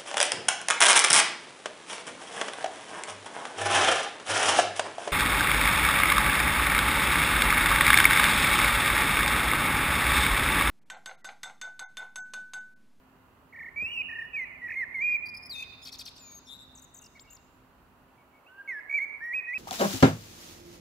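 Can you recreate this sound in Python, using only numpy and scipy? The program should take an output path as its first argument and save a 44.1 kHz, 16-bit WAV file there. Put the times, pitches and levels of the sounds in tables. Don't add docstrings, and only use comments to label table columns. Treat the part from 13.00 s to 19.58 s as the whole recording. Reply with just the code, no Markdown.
import sys
import numpy as np
from scipy import signal
from scipy.fft import rfft, irfft
from scipy.io import wavfile
from scipy.ndimage import uniform_filter1d

SR = 44100
rng = np.random.default_rng(int(sys.argv[2]) if len(sys.argv) > 2 else 0)


def digitize_waveform(pressure):
    field = np.atleast_2d(pressure).T
    bounded = np.clip(field, -1, 1)
    quanta = np.round(bounded * 32767).astype(np.int16)
    wavfile.write(sys.argv[1], SR, quanta)


N = 290178


def amp(db):
    return 10 ** (np.asarray(db) / 20)


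def evened(x):
    return x / np.sqrt(np.mean(x ** 2) + 1e-20)


def read(points, hz):
    f, value = np.transpose(points)
    return np.interp(np.log(hz + 1), np.log(f + 1), value)


def add(mix, s, sound):
    part = mix[round(s * SR):][:len(sound)]
    part += sound[:len(part)]


def drift(size, hz):
    f = np.fft.rfftfreq(size + SR, 1 / SR)
    spectrum = rfft(rng.standard_normal(size + SR)) * np.exp(-(f / hz) ** 2)
    return evened(irfft(spectrum))[:size]


def panned(pair, side):
    side_db = read(side, np.fft.rfftfreq(N, 1 / SR))
    return irfft(rfft(pair) * amp(np.array([side_db, -side_db]) / 2), N)


def dipped(x, dip):
    centre_hz, width_hz, depth_db = dip
    hz = np.fft.rfftfreq(N, 1 / SR)
    return irfft(rfft(x) * amp(depth_db * np.exp(-((hz - centre_hz) / width_hz) ** 2)), N)


# [f/Hz, relative level/dB per Hz]
TRAFFIC_SPECTRUM = [(15, -43), (25, -9.5), (58, 0), (224, -5.5), (256, -7), (289, -9), (399, -10),
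                    (457, -15), (589, -13), (842, -12.5), (964, -10), (1240, -13.5), (1450, -16.5),
                    (1880, -45.5), (3190, -120)]
# [t/s, rumble level/dB, wash level/dB]
TRAFFIC_LEVEL = [(0.0, -66, -66), (0.88, -60, -62), (1.43, -62, -62), (2.36, -60, -62), (4.16, -63, -66),
                 (5.0, -64, -65), (5.52, -72, -63), (6.07, -69, -61), (6.58, -72, -64)]
# [f/Hz, relative level/dB per Hz]
HISS_SPECTRUM = [(820, -30.5), (1400, -7.5), (2070, -13), (2200, -16.5), (2750, -12.5), (3570, -23.5),
                 (4500, -23), (5130, -28.5), (15500, -24.5)]
HISS_DB = -68.5
# [f/Hz, left-right correlation]
TOWN_SAME = [(60, 0.91), (180, 0.8), (550, 0.76), (1650, 0.22), (4970, 0), (15000, 0.022)]
# [f/Hz, left minus right level/dB]
TOWN_SIDE = [(60, -1.5), (180, -2), (550, 0), (1650, -5), (4970, -1), (15000, 0.5)]


def town(rumble_db=-.8, wash_db=1.2):
    hz, t = np.fft.rfftfreq(N, 1 / SR), np.arange(N) / SR
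    a, b = rfft(rng.standard_normal((2, N)))
    same = np.clip(read(TOWN_SAME, hz), -1, 1)
    noise = np.array([a, same * a + np.sqrt(1 - same ** 2) * b])
    low = 1 / (1 + (hz / 320) ** 6)
    high = 1 / (1 + (1400 / (hz + 1)) ** 12)
    traffic = noise * amp(read(TRAFFIC_SPECTRUM, hz)) * np.sqrt(1 - high)
    s, rumble_curve, wash_curve = np.transpose(TRAFFIC_LEVEL)
    rumble = evened(irfft(traffic * low, N)) * amp(np.interp(t, s, rumble_curve) + rumble_db)
    wash = evened(irfft(traffic * (1 - low), N)) * amp(np.interp(t, s, wash_curve) + wash_db)
    hiss = evened(irfft(noise * amp(read(HISS_SPECTRUM, hz)) * high, N)) * amp(HISS_DB)
    return panned(rumble + wash + hiss, TOWN_SIDE)


HUM_HZ, HUM_DB = 259, -69.5


def hum(waver=.0057, waver_db=2.5):
    phase = 2 * np.pi * np.cumsum(HUM_HZ * (1 + waver * drift(N, 7.9))) / SR
    fade_db = np.interp(np.arange(N) / SR, [0, 3, 6], [-.5, 2.5, -8])
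    return np.sqrt(2) * amp(HUM_DB + fade_db + waver_db * drift(N, 4)) * np.sin(phase)


BUMP_S, BUMP_DB = .825, -41


def bump(decay_s=.0081, body_hz=78, body_db=-2, ring_s=.02):
    t, out = np.arange(SR // 6) / SR, np.zeros(N)
    tap_band = signal.butter(1, [90, 300], "band", fs=SR, output="sos")
    tap = signal.sosfilt(tap_band, rng.standard_normal(len(t)))
    tap = evened(uniform_filter1d(tap, size=45)) * np.exp(-t / decay_s)
    thud = amp(body_db) * np.sin(2 * np.pi * body_hz * t) * np.exp(-t / ring_s)
    add(out, BUMP_S, amp(BUMP_DB) * (tap + thud))
    return out


# [multiple of the pitch, level/dB]
FLUTE_TONE = [(1, -1.5), (2, -44.5), (3, -43.5), (4, -79), (5, -47), (6, -47.5)]
THIN_TONE = [(1, -3.5), (2, -21.5), (3, -27)]


def syrinx(hz, db, tone, jitter=.003, flutter_db=1.0, coding_db=-46, overtone_db=4):
    size = len(hz)
    hz = hz * (1 + jitter * drift(size, 200))
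    phase = 2 * np.pi * np.cumsum(hz) / SR
    wave = amp(coding_db) * signal.lfilter([1], [1, -.3], rng.standard_normal(size))
    for k, level in tone:
        flicker = overtone_db * drift(size, 36) * (k != 1)
        audible = k * hz < SR / 2
        wave += np.sqrt(2) * amp(level + flicker) * audible * np.sin(k * phase)
    edges = signal.windows.tukey(size, min(1, .006 * SR / size))
    return wave * amp(db + flutter_db * drift(size, 100)) * edges


# [t/s, length/s, f/Hz, level/dB]
FAR_NOTES = [(4.013, 0.061, 2784, -63.5), (4.152, 0.049, 2224, -60), (4.24, 0.037, 2240, -63),
             (4.274, 0.062, 2768, -61), (5.175, .06, 2235, -67.5), (5.33, 0.065, 2230, -64.5)]


def far_bird():
    song = np.zeros(N)
    for s, length, hz, db in FAR_NOTES:
        add(song, s, syrinx(np.full(round(length * SR), hz), db, FLUTE_TONE, jitter=.014))
    return song


# [delay t/s, level/dB]
WALLS = [(.007, -17.5), (.052, -22.5), (.098, -16), (.112, -19.5), (.192, -20.5), (.3, -36)]
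# [f/Hz, t60/s]
STREET_T60 = [(1500, 2.64), (2500, 1.105), (4000, 2.33), (7000, 0.87), (14000, 0.13)]
# [f/Hz, left minus right level/dB]
STREET_SIDE = [(2000, -7), (2800, -6), (4000, -0.5), (10000, 6)]


def street(x, tail_db=-15, build_s=.025, scatter=.14):
    t = np.arange(SR + SR // 2) / SR
    hits = rng.random((2, len(t))) < 2000 / SR
    taps = rng.standard_normal((2, len(t))) * hits
    hz, s, bands = signal.stft(taps, SR, nperseg=256)
    decay = amp(-60 * s / read(STREET_T60, hz)[:, None])
    tail = signal.istft(bands * decay * (1 - np.exp(-s / build_s)), SR, nperseg=256)[1]
    tail *= amp(tail_db) / np.linalg.norm(tail[0])
    for delay, db in WALLS:
        for side in tail:
            echo = scatter * rng.standard_normal(1500) * np.exp(-t[:1500] / .006)
            echo[0] = 1
            dull = uniform_filter1d(echo / np.linalg.norm(echo), size=3, mode="constant")
            add(side, delay, amp(db) * dull)
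    return panned(signal.fftconvolve(x[None], tail, axes=1)[:, :N], STREET_SIDE)


# [f/Hz, width/Hz, level/dB]
ROOF_NOTCHES = [(2880, 190, -11), (3720, 260, -5)]
# [f/Hz, lead of the left/rad]
BIRD_LEAD = [(1800, -.4), (2200, .2), (2600, 1.1), (2900, 1.7), (3700, -1.2), (5200, .4), (7000, 1.1)]
# [f/Hz, left minus right level/dB]
BIRD_SIDE = [(1800, -2), (2300, -4), (2850, -2), (3650, 11), (4400, 1), (5200, 0), (6800, 5), (13000, 9)]


def direct(x):
    for notch in ROOF_NOTCHES:
        x = dipped(x, notch)
    lead = read(BIRD_LEAD, np.fft.rfftfreq(N, 1 / SR))
    turned = rfft(x) * np.exp(.5j * np.array([lead, -lead]))
    return panned(irfft(turned, N), BIRD_SIDE)


ONSET_DB, FALL_ATTACK_S = -12, .013
RELEASE_S, RELEASE_DB, RELEASE_SAG = .004, -7, .045


def blown(t, hz, db, attack_s):
    letting_go = np.exp((t - t[-1]) / RELEASE_S)
    swell_db = ONSET_DB * np.exp((t[0] - t) / attack_s)
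    return hz * (1 - RELEASE_SAG * letting_go), db + swell_db + RELEASE_DB * letting_go


# [start t/s, top t/s, end t/s,
# start f/Hz, top f/Hz, end f/Hz, bow from 1 pointed to 2.5 rounded, level/dB, attack/s]
ARCHES = [ (1.615, 1.635, 1.68, 1910, 1955, 1882, 1.5, -33, .024),
          (1.754, 1.785, 1.846, 2030, 2150, 1720, 1.8, -30, .005),
          (2.631, 2.633, 2.65, 3650, 3650, 1900, 1.4, -46, .002),
          (4.147, 4.16, 4.187, 1944, 2284, 1830, 1.2, -56, .008),
          (4.193, 4.201, 4.202, 2200, 6300, 6300, 1, -44.5, .001),
          (4.2, 4.22, 4.232, 6400, 7550, 7560, 2.5, -54, .001),
          (4.356, 4.358, 4.377, 7460, 7460, 3040, 1.4, -55, .001),
          (5.462, 5.495, 5.502, 2500, 3000, 2980, 1, -52, .005),
          (5.48, 5.6, 5.75, 1470, 1605, 1530, 1.2, -55.5, .015),
          (5.575, 5.6, 5.622, 1580, 1615, 1590, 2, -44, .012),
          (5.932, 5.962, 5.995, 2240, 2340, 1997, 2.4, -25, .004),
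          (5.992, 6.03, 6.053, 1997, 2250, 2225, 2, -28, .011)]


def arch(start, top, end, start_hz, top_hz, end_hz, bow, db, attack_s):
    t = np.arange(start, end, 1 / SR)
    away = np.interp(t, [start, top, end], [1, 0, 1]) ** bow
    foot_hz = np.where(t < top, start_hz, end_hz)
    return blown(t, top_hz + (foot_hz - top_hz) * away, db, attack_s)


# [start t/s, top t/s, end t/s,
# top f/Hz, resting f/Hz, sinking time/s, shoulder from 1 sharp to 2 round, start level/dB, end level/dB]
FALLS = [ (.759, .923, 1.023, 2920, 2240, .09, 1.7, -31, -28),
         (1.332, 1.346, 1.45, 2560, 1950, .048, 1.3, -28, -33.5),
         (2.494, 2.495, 2.638, 4880, 3630, .029, 1.9, -31, -41.5),
         (3.178, 3.185, 3.395, 7520, 6200, .11, .9, -53, -47.5),
         (3.19, 3.192, 3.36, 2650, 2300, .06, 1.5, -61, -65),
         (3.452, 3.453, 3.497, 5830, 5440, .012, 1, -53, -55),
         (5.675, 5.683, 5.803, 2203, 1675, .048, 2, -30.5, -40),
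         (5.685, 5.69, 5.74, 2580, 2250, .035, 2, -48, -57)]


def fall(start, top, end, top_hz, rest_hz, sink_s, shoulder, start_db, end_db):
    t = np.arange(start, end, 1 / SR)
    tension = np.exp(-abs((t - top) / sink_s) ** shoulder)
    level = np.linspace(start_db, end_db, len(t))
    return blown(t, rest_hz + (top_hz - rest_hz) * tension, level, FALL_ATTACK_S)


# [start t/s, leap t/s, end t/s,
# start f/Hz, low f/Hz, high f/Hz, low level/dB, high level/dB, attack/s]
LEAPS = [ (1.941, 2.012, 2.171, 2290, 2050, 2410, -32.5, -26, .002),
         (6.205, 6.334, 6.407, 1640, 1900, 2500, -33.8, -28.8, .018),
         (6.469, 6.539, 6.579, 1860, 1965, 2560, -34, -29.5, .008)]
SETTLE_S, LEAP_S = .019, .005
HIGH_BOW_HZ = 30


def leap(start, leap_at, end, start_hz, low_hz, high_hz, low_db, high_db, attack_s):
    t = np.arange(start, end, 1 / SR)
    up = 1 / (1 + np.exp((leap_at - t) / LEAP_S))
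    high = high_hz + HIGH_BOW_HZ * (1 - 2 * np.interp(t, [leap_at, end], [-1, 1]) ** 2)
    low = low_hz + (start_hz - low_hz) * np.exp((start - t) / SETTLE_S)
    return blown(t, low + (high - low) * up, low_db + (high_db - low_db) * up, attack_s)


# [t/s, t/s]
OPEN_BEAK = (2.2, 4.5)


def fluted_notes():
    song = np.zeros(N)
    for shape, notes in (arch, ARCHES), (fall, FALLS), (leap, LEAPS):
        for row in notes:
            pitch, level = shape(*row)
            if OPEN_BEAK[0] < row[0] < OPEN_BEAK[1]:
                note = syrinx(pitch, level, THIN_TONE, jitter=.004, coding_db=-27)
            else:
                note = syrinx(pitch, level, FLUTE_TONE, jitter=.0035, flutter_db=1.1, coding_db=-45.5,
                              overtone_db=3)
            add(song, row[0], note)
    return song


def trill(start, end, crest, hz0, hz1, swing_hz, rate, db0, db1, dip_db,
          cusp=.18, lean=.15, uneven=.15, narrow=.3, upstroke_db=0):
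    t = np.arange(start, end, 1 / SR)
    angle = 2 * np.pi * rate * (t - crest)
    width = 1 - narrow * np.linspace(-1, 1, len(t)) ** 2 + uneven * drift(len(t), 30)
    swing = (np.cos(angle) + cusp * np.cos(2 * angle) - lean * np.sin(2 * angle)) * width
    db = np.linspace(db0, db1, len(t)) - dip_db * swing - upstroke_db * np.sin(angle)
    return np.linspace(hz0, hz1, len(t)) + swing_hz * swing, db


# [start t/s, end t/s, first crest t/s, centre f/Hz at start, centre f/Hz at end,
# nominal swing/Hz, swings per s, start level/dB, end level/dB, dip/dB on each crest], before the soft ends
WARBLES = [ (.523, .694, .534, 1980, 1975, 235, 31, -46.5, -38.5, -.5),
           (1.085, 1.265, 1.098, 1805, 1788, 55, 31.7, -37.8, -37.8, -3.5),
           (1.679, 1.757, 1.682, 2040, 2200, 390, 46, -37, -35.5, 2),
           (5.893, 5.938, 5.9, 2240, 2240, 40, 68, -36.5, -29, -4)]
WARBLE_ENDS_DB = -5


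def warbles():
    song = np.zeros(N)
    for row in WARBLES:
        pitch, level = trill(*row, cusp=.27)
        level = level + WARBLE_ENDS_DB * np.linspace(-1, 1, len(level)) ** 4
        add(song, row[0], syrinx(pitch, level, FLUTE_TONE, jitter=.0068, flutter_db=2.2, coding_db=-38))
    return song


# [start t/s, length/s, f/Hz, level/dB]
BUZZES = [(2.255, .024, 4810, -43), (2.283, .022, 4920, -42), (2.339, .022, 5030, -45.5),
          (2.363, .026, 5170, -43), (2.42, .026, 5130, -47.5), (2.449, .03, 5170, -44),
          (3.47, .103, 3780, -41.5), (3.56, .1, 3800, -50.5)]
BUZZ_SWING_HZ, BUZZ_PER_S, BUZZ_DIP_DB = 170, 140, 4.5
BUZZ_RISE_HZ_PER_S, BUZZ_ENDS_DB = 2500, -12


def buzz(start, length, hz, db):
    rise = BUZZ_RISE_HZ_PER_S * length / 2
    pitch, level = trill(start, start + length, start, hz - rise, hz + rise,
                         BUZZ_SWING_HZ, BUZZ_PER_S, db, db, BUZZ_DIP_DB)
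    return pitch, level + BUZZ_ENDS_DB * np.linspace(-1, 1, len(level)) ** 2


def buzzes():
    song = np.zeros(N)
    for row in BUZZES:
        add(song, row[0], syrinx(*buzz(*row), THIN_TONE, jitter=.005, coding_db=-27))
    return song


CREST_S = .004
# [start t/s, end t/s, centre f/Hz at start, centre f/Hz at end,
# nominal swing/Hz, level/dB]
TWITTERS = [ (3.746, 3.804, 7400, 6540, 1150, -53.5), (3.814, 3.854, 7850, 7150, 1200, -54),
            (3.938, 3.996, 7300, 6750, 1150, -51), (4.011, 4.073, 8100, 5600, 1700, -53.5),
            (4.3, 4.359, 7140, 6840, -650, -53)]
TWITTER_PER_S, TWITTER_DIP_DB = 46.5, 2.5


def twitters():
    song = np.zeros(N)
    for start, end, hz0, hz1, swing_hz, db in TWITTERS:
        zigzag = trill(start, end, start + CREST_S, hz0, hz1, swing_hz, TWITTER_PER_S,
                       db, db, TWITTER_DIP_DB, upstroke_db=-3)
        add(song, start, syrinx(*zigzag, THIN_TONE, jitter=.0074, coding_db=-22.5))
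    return song


# [multiple of the pitch, level/dB]
RASP_TONE = [(1 / 3, -31), (2 / 3, -12), (1, 0), (4 / 3, -15), (5 / 3, -24), (2, -17), (7 / 3, -24),
             (8 / 3, -25), (3, -24)]
# [start t/s, end t/s, start f/Hz, end f/Hz, start level/dB, end level/dB]
LEAD_IN = (2.815, 2.848, 4980, 5200, -63, -48)
# [start t/s, end t/s,
# centre f/Hz at start, centre f/Hz at end, level/dB]
RASPS = [ (2.849, 2.897, 5270, 4220, -45.5), (2.918, 2.961, 5520, 4130, -46),
         (2.984, 3.026, 5920, 4115, -44.5), (3.053, 3.095, 5740, 4120, -45),
         (3.158, 3.185, 4980, 5600, -55)]
# [lag/s, pitch ratio, level/dB]
RASP_SIDES = [(0, 1, -.4), (.005, .86, -9)]
RASP_SWING_HZ, RASP_PER_S, RASP_DIP_DB = 850, 58, 2.5


def rasps():
    song = np.zeros(N)
    start, end, hz0, hz1, db0, db1 = LEAD_IN
    pitch, level = np.linspace((hz0, db0), (hz1, db1), round((end - start) * SR)).T
    add(song, start, syrinx(pitch, level, RASP_TONE, jitter=.004, coding_db=-18))
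    for start, end, hz0, hz1, db in RASPS:
        for lag, ratio, side_db in RASP_SIDES:
            pitch, level = trill(start, end, start + CREST_S, hz0, hz1, RASP_SWING_HZ, RASP_PER_S,
                                 db, db, RASP_DIP_DB, cusp=.09, uneven=.2, upstroke_db=-1)
            voice = syrinx(pitch * ratio, level + side_db, RASP_TONE,
                           jitter=.03, flutter_db=1.5, coding_db=-16)
            add(song, start + lag, voice)
    return song


# [start t/s, top t/s, end t/s, top f/Hz,
# resting f/Hz, sinking time/s, shoulder, start level/dB, end level/dB]
SECOND_VOICE = (2.548, 2.549, 2.64, 2700, 2545, .01, 2, -35.5, -39.5)


def two_voiced(song, coupling=.45):
    second = np.zeros(N)
    voice = syrinx(*fall(*SECOND_VOICE), THIN_TONE[:1], jitter=.024, flutter_db=4, coding_db=-24)
    add(second, SECOND_VOICE[0], voice)
    throat = signal.butter(4, 2500, "high", fs=SR, output="sos")
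    product = song * second / abs(second).max()
    return song + second + 2 * coupling * signal.sosfilt(throat, product)


def blackbird():
    return two_voiced(fluted_notes() + warbles() + buzzes() + twitters() + rasps())


def scene():
    background = town() + hum() + bump()
    answer = far_bird()
    song = blackbird()
    return background + answer + street(song + answer) + direct(song)


# [f/Hz, width/Hz, level/dB]
MIC_DIP = (9130, 830, -5)
EDGE_HZ = 15800


def record(dry):
    low_pass = signal.firwin(511, EDGE_HZ, window=("kaiser", 9), fs=SR)
    return signal.oaconvolve(dipped(dry, MIC_DIP), low_pass[None], "same")


dry = scene()
out = record(dry)
digitize_waveform(out)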